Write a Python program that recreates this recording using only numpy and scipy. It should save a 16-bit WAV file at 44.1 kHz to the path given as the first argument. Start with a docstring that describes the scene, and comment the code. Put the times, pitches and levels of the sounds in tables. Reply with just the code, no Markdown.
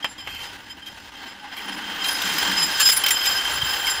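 """Metal rollers rattle under a child riding down a playground slide, slowly, then faster from about 1.6 s.
The spinning tubes chatter in their loose bearings and ring in their bending modes; single rollers
clatter as they are kicked into motion. The trough drums and hums below and takes two early knocks.
A faint high squeak passes, then the frame rings briefly.
Air rumbles at the microphone, with one soft thump near the end."""
import sys
import numpy as np
from scipy import signal
from scipy.io import wavfile

SR = 44100
rng = np.random.default_rng(int(sys.argv[2]) if len(sys.argv) > 2 else 0)


def generate_wav(signal):
    """Clip the signal to [-1, 1] and save it as 16-bit WAV at the path in sys.argv[1]."""
    frames = np.transpose(np.atleast_2d(signal))
    scaled = np.clip(frames, -1, 1) * 32767
    pcm = np.round(scaled).astype(np.int16)
    wavfile.write(sys.argv[1], SR, pcm)


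N = 176400
T = np.arange(N) / SR
CLACK_T60_S = .014

# a roller's bending modes: f/Hz, level/dB, t60/s, spread between rollers/Hz
ROLLER_MODES = [(1580, -7, .075, 45), (3142, -.5, .09, 52), (5070, -.5, .22, 28), (7340, -8.5, .22, 20),
                (9850, -12, .2, 20), (12570, -12, .13, 38), (15430, -12, .11, 45)]
# tone of a hard metal contact: f/Hz, level/dB
CLACK_EQ = [(200,-21), (700,-11.5), (1200,-1.5), (2200,7), (3200,4.5), (6500,-3), (10500,-5.5), (11900,2.5),
            (13000,1.5), (16000,0)]
# how hard the trough drums: t/s, level/dB
TROUGH_DRIVE = [(0, -53.5), (1.1, -55), (1.28, -51), (1.5, -56.5), (1.7, -45), (2.1, -48), (2.37, -38.5),
                (2.68, -42), (2.82, -53), (4, -62)]


def amp(db):
    """Decibels to gain."""
    return 10 ** (np.asarray(db) / 20)


def unit(x):
    """Scales to rms 1."""
    return x / np.sqrt(np.mean(x ** 2) + 1e-20)


def fader(table, column=1):
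    """Gain over time from one dB column of a table."""
    rows = np.array(table)
    return amp(np.interp(T, rows[:, 0], rows[:, column]))


def wander(step_s, count=N):
    """A random curve, mostly within -1..1, that glides to a new value every step."""
    values = rng.standard_normal(900)
    return np.interp(T[:count], (np.arange(len(values)) - rng.random()) * step_s, values)


def add(mix, start_s, sound):
    """Mixes a sound in at a time."""
    part = mix[max(round(start_s * SR), 0):][:len(sound)]
    part += sound[:len(part)]


def colour(x, eq):
    """Minimum-phase EQ with a power gain of 1: the curve sets tone only."""
    size = 4096
    hz, db = np.transpose(eq)
    bins_hz = np.fft.rfftfreq(size, 1 / SR)
    gain = unit(amp(np.interp(np.log(bins_hz + 1), np.log(hz), db)))
    log_gain = np.log(np.r_[gain, gain[-2:0:-1]])
    taps = np.fft.ifft(np.exp(np.conj(signal.hilbert(log_gain)))).real
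    return signal.oaconvolve(x, taps[:size // 2])[:len(x)]


def ticks(count, per_s, spread_db):
    """Metal contacts at random moments, a few of them much harder."""
    strength = amp(spread_db * np.minimum(rng.exponential(1, count), 4))
    return strength * rng.choice([-1., 1.], count) * (rng.random(count) < per_s / SR)


def scatter(x, t60, direct=.29):
    """Each contact arrives directly, then scattered through the metal frame."""
    t = T[:SR // 10]
    tail = rng.standard_normal(len(t)) * amp(-60 * t / t60)
    tail /= np.linalg.norm(tail)
    tail[0] += direct
    return signal.oaconvolve(x, tail)[:len(x)] / np.hypot(1, direct)


def air_rumble():
    """Air buffets the microphone in low swells."""
    # tone of the moving air: f/Hz, level/dB
    air_eq = [(24, -40), (55, 1.5), (80, -2), (130, -5), (220, -24), (2000, -76)]
    # its swells: t/s, level/dB
    swells = [(0, -65), (.33, -47.5), (.6, -58), (.95, -55), (1.5, -64), (2.4, -56), (3.35, -55),
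              (3.58, -44), (3.72, -53)]
    return unit(colour(rng.standard_normal(N), air_eq)) * fader(swells)


def thump(at_s=3.635, width_s=.007, hz=125, db=-29):
    """One soft, low thump reaches the microphone."""
    t = T - at_s
    return amp(db) * np.exp(-(t / width_s) ** 2) * np.sin(2 * np.pi * hz * t)


def faint_tones():
    """A high squeak, then a brief ring of the frame: wavering tones that swell and fade."""
    # one tone a row: centre t/s, half width/s, f/Hz, waver/Hz, level/dB
    cues = [(1.234, 0.055, 4380, 70, -53), (1.45, 0.029, 840, 13.5, -39)]
    sound = np.zeros(N)
    for centre, half_width, hz, waver_hz, db in cues:
        phase = 2 * np.pi * np.cumsum(hz + waver_hz * wander(.0075)) / SR
        swell = np.exp(-((T - centre) / half_width) ** 2)
        sound += amp(db) * swell * np.sqrt(2) * np.sin(phase)
    return sound


def trough_drum():
    """The trough drums hollowly under the rollers."""
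    # tone of the hollow trough: f/Hz, level/dB
    trough_eq = [(60,-46), (125,-16.5), (170,-8), (305,1), (380,-14), (650,-43.5), (2000,-99)]
    return unit(colour(ticks(N, per_s=260, spread_db=2.2), trough_eq)) * fader(TROUGH_DRIVE)


def trough_hum(hz=191.8, waver=.0775):
    """Driven hard, the trough gives an uneven hum that grows faster than its drumming."""
    phase = 2 * np.pi * np.cumsum(hz * (1 + waver * wander(.04))) / SR
    tone = unit(np.sin(phase) * (1 + np.tanh(wander(.03))))
    drive = fader(TROUGH_DRIVE)
    return amp(-2) * tone * drive * np.sqrt(drive / drive.max())


def panel_ring(t):
    """The trough's side panels ring after one blow."""
    # panel modes: f/Hz, t60/s, level/dB
    modes = [(845.3, 0.088, -6), (984, 0.024, 4), (1603, 0.066, -11)]
    return sum(amp(db - 60 * t / t60) * np.sin(2 * np.pi * hz * t) for hz, t60, db in modes)


def kicked_ring(burst, ring_hz):
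    """A roller's modes swell while the burst lasts, waver, and die under the child's weight."""
    focus_db_per_octave, t60_share = 20.5, .62
    waver_s, waver_db = .008, 3.5
    count = len(burst)
    octaves_away = abs(np.log2(np.array(ROLLER_MODES)[:, 0] / ring_hz))
    weights = amp(-focus_db_per_octave * octaves_away)
    ring = np.zeros(count)
    for weight, (hz, _, t60, spread_hz) in zip(weights / np.linalg.norm(weights), ROLLER_MODES):
        energy_kept = amp(-60 / (t60 * t60_share * SR)) ** 2
        swell = np.sqrt(signal.lfilter([1], [1, -energy_kept], burst ** 2))
        phase = 2 * np.pi * np.cumsum(hz + spread_hz * wander(waver_s, count)) / SR
        flutter = amp(waver_db * np.tanh(wander(waver_s, count)))
        ring += weight * swell / swell.max() * flutter * np.sin(phase)
    return np.sqrt(2) * ring


def knocks():
    """Blows on the trough: a noisy body, a snap, a clank of the side panels and a roller set ringing."""
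    # one blow a row: t/s, level/dB, t60/s, roller ring/dB
    cues = [(0.0446, -19, 0.076, -28.5), (.2735, -29.5, 0.11, -46)]
    # tone of the struck trough: f/Hz, level/dB
    knock_eq = [(80, -27), (350, -8), (880, -1.5), (2300, 2.5), (3100, 1.5), (4400, -14), (16000, -32)]
    t = T[:SR // 3]
    sound = np.zeros(N)
    for start, db, t60, ring_db in cues:
        fade = amp(-60 * t / t60)
        blow = rng.standard_normal(len(t)) * fade
        snap = amp(-8) * colour(blow * amp(-60 * t / CLACK_T60_S), CLACK_EQ)
        hit = colour(blow, knock_eq) + snap + amp(-2.5) * panel_ring(t)
        add(sound, start, amp(db) * hit + amp(ring_db) * kicked_ring(fade, ring_hz=3480))
    return sound


def roller_clatters():
    """Bursts of hard contacts pump up single kicked rollers, which ring on afterwards."""
    # one kick a row: t/s, rise/s, length/s, relative clack/dB, relative ring/dB, ring focus f/Hz
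    cues = [ (0.023,.005,0.01,-41,-32,2940), (0.068,0.02,0.051,-62,-47.5,7150),
            (0.175,0.0078,0.041,-41,-39.5,3800), (0.22,0.08,0.21,-39,-41.5,3020),
            (0.345,.002,0.0037,-37,-34,3150), (0.693,.006,0.025,-40.5,-40,3700),
            (0.819,.0017,0.014,-48,-40,3100), (0.857,0.0059,0.03,-38,-38.5,3000),
            (1.129,0.022,0.083,-58,-49,3000), (1.259,0.0078,0.047,-43,-44.5,4000),
            (1.563,.0043,0.031,-34,-41,3340), (2.002,0.0036,0.021,-39,-32.5,3200),
            (2.035,0.0082,0.03,-27,-25.5,3150), (2.047,0.018,0.099,-52,-37.5,10000),
            (2.083,.002,0.0087,-24,-21.5,3480), (2.217,0.0018,0.0087,-23.5,-36,5400),
            (2.381,0.0012,0.0045,-20,-28,4600), (2.513,0.0017,0.011,-25.5,-36,3320),
            (2.564,.002,0.069,-31,-26,4630), (2.622,.0089,0.0077,-23,-22,6200),
            (2.774,0.011,0.068,-33,-27,3150), (2.799,0.00063,0.024,-17,-19.5,6100),
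            (2.849,0.003,0.029,-22.5,-24,5460), (2.887,0.00035,0.014,-17.5,-23,5840),
            (2.913,0.0031,0.021,-21,-25,10000), (2.96,.007,0.017,-20.5,-20.5,9800),
            (3.037,.0005,0.0025,-19,-17,3170), (3.062,0.0012,0.006,-16,-21,3440),
            (3.08,0.0042,0.014,-18.5,-36,11600), (3.105,0.0017,0.014,-16.5,-20,7800),
            (3.153,0.0023,.025,-33,-26.5,3440), (3.244,0.015,0.025,-20,-23.5,5100),
            (3.654,0.025,0.054,-33,-33,5000), (3.867,.0018,0.011,-23.5,-24.5,3770),
            (3.894,0.0042,0.017,-28,-26.5,6800)]
    release_s, accent_s, trim_db = .003, .0016, 2.2
    t = T[:SR // 3]
    sound = np.zeros(N)
    for start, rise, length, clack_db, ring_db, ring_hz in cues:
        burst = np.minimum(t / rise, 1) * np.exp(-np.maximum(t - length, 0) / release_s)
        force = burst * (1 + 1.3 * np.exp(-t / accent_s))  # a sudden kick hits hardest at first
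        chatter = ticks(len(t), per_s=2600, spread_db=2.4)
        contacts = unit(chatter * force) * np.sqrt(np.mean(force ** 2))
        clack = colour(scatter(contacts, CLACK_T60_S), CLACK_EQ)
        cutoff_hz = min(10700 * 2 ** ((clack_db + 18) / 17), SR / 2 - 1)  # softer kicks are duller
        clack = signal.lfilter(*signal.butter(1, cutoff_hz, fs=SR), clack)
        add(sound, start, amp(clack_db) * clack + amp(ring_db) * kicked_ring(burst, ring_hz))
    return amp(trim_db) * sound


def spinning_ring(contacts, detune):
    """Contacts ring one roller's modes, each at rms 1; detune -1..1 is its place in the spread."""
    rings = []
    for hz, _, t60, spread_hz in ROLLER_MODES:
        pole = amp(-60 / (t60 * SR)) * np.exp(2j * np.pi * (hz + detune * spread_hz) / SR)
        rings.append(unit(signal.lfilter([1], [1, -pole], contacts + 1e-15).imag))
    return np.array(rings)


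def rolling(rollers=8):
    """Several rollers spin at once, ticking in their bearings, ringing and rattling the frame."""
    # faders of the ride: t/s, body level/dB, treble level/dB, ring send to both/dB
    ride = [(0,-42.5,-54,-14.5), (0.14,-44.5,-55.5,-18), (0.25,-43,-59,3.5), (0.33,-45.5,-56,-3.5),
            (0.44,-39,-44.5,-7.5), (0.63,-44,-55.5,-6), (0.8,-43,-55,-5), (1.08,-43.5,-51,-7.5),
            (1.27,-38.5,-53.5,-5), (1.36,-44,-56.5,-9), (1.53,-38,-53.5,-2), (1.62,-36,-48,-1.5),
            (1.98,-31,-42.5,-5.5), (2.1,-30.5,-36.5,-4), (2.38,-27,-31,-2), (2.5,-27.5,-34,-4),
            (2.74,-28,-33,-2.5), (2.88,-35,-29,8), (3.0,-28.5,-37,-0.5), (3.28,-28,-31.5,3.5),
            (3.45,-28.5,-35,1.5), (4.0,-29.5,-36.5,1.5)]
    # the child gathers speed: t/s, share of full speed
    speed_ramp = [(1.3, .3), (2.3, 1)]
    # tone of the rattling frame: f/Hz, level/dB
    frame_eq = [(100,-30), (330,-11.5), (620,-13.5), (760,-2), (1020,4), (1300,-1.5), (1650,2.5),
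                (2050,1.5), (2300,-7.5), (2900,0.5), (3600,-9), (4300,-11), (8000,-25.5), (16000,-104)]
    # tone of the loose bearings: f/Hz, level/dB
    bearing_eq = [(500,-50), (2000,2), (3300,2.5), (4500,0.5), (6300,0), (7800,-8.5), (9400,-7),
                  (10600,-16), (11900,-11.5), (16000,-18.5)]
    spin_range_hz, ticks_per_s = (28.16, 75.64), 420  # per roller at full speed
    load_db, sway_db = 3, 4
    speed = np.interp(T, *np.transpose(speed_ramp))
    mode_hz, mode_db = np.transpose(ROLLER_MODES)[:2]
    high = mode_hz > 4000  # these modes follow the treble fader
    # each mode waxes and wanes as the contact point moves
    sway = np.array([amp(db + sway_db * np.tanh(wander(.06))) for db in mode_db])
    detunes = rng.permutation(np.linspace(-1, 1, rollers))
    frame, bearing, ring_low, ring_high = np.zeros((4, N))
    for spin_hz, detune in zip(np.geomspace(*spin_range_hz, rollers), detunes):
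        load = amp(load_db * np.tanh(wander(.07)))  # the weight shifts from roller to roller
        turns = np.cumsum(spin_hz * speed * (1 + .1203 * wander(.07))) / SR + rng.random()
        accent = np.exp(.68 * np.cos(2 * np.pi * turns))  # the ticks swell once a turn
        contacts = ticks(N, ticks_per_s * speed, spread_db=1.5) / np.sqrt(speed) * accent * load
        frame += scatter(contacts, t60=.077)
        bearing += scatter(contacts, t60=.066)
        rings = spinning_ring(contacts, detune) * sway
        ring_low += rings[~high].sum(0)
        ring_high += rings[high].sum(0)
    panels = unit(signal.oaconvolve(frame, panel_ring(T[:SR // 10]))[:N])
    panels *= amp(-12.5) / np.sqrt(speed)  # they stand out more when the rolling is slow
    ring_send = fader(ride, column=3)
    body = amp(-.5) * (unit(colour(frame, frame_eq)) + panels) + amp(-1) * unit(ring_low) * ring_send
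    treble = amp(2) * unit(colour(bearing, bearing_eq)) + amp(3.5) * unit(ring_high) * ring_send
    return body * fader(ride, column=1) + treble * fader(ride, column=2)


def scene():
    """The whole slide in mono, heard from just behind the child."""
    mix = rolling() + trough_drum() + air_rumble() + trough_hum()
    mix += thump() + faint_tones() + roller_clatters() + knocks()
    return mix[None]


def record(dry):
    """A steep low-pass takes off the very top."""
    cutoff_hz = 15780
    taps = signal.firwin(511, cutoff_hz, window=("kaiser", 9), fs=SR)
    return signal.oaconvolve(dry, taps[None], "same")


dry = scene()
out = record(dry)
generate_wav(out)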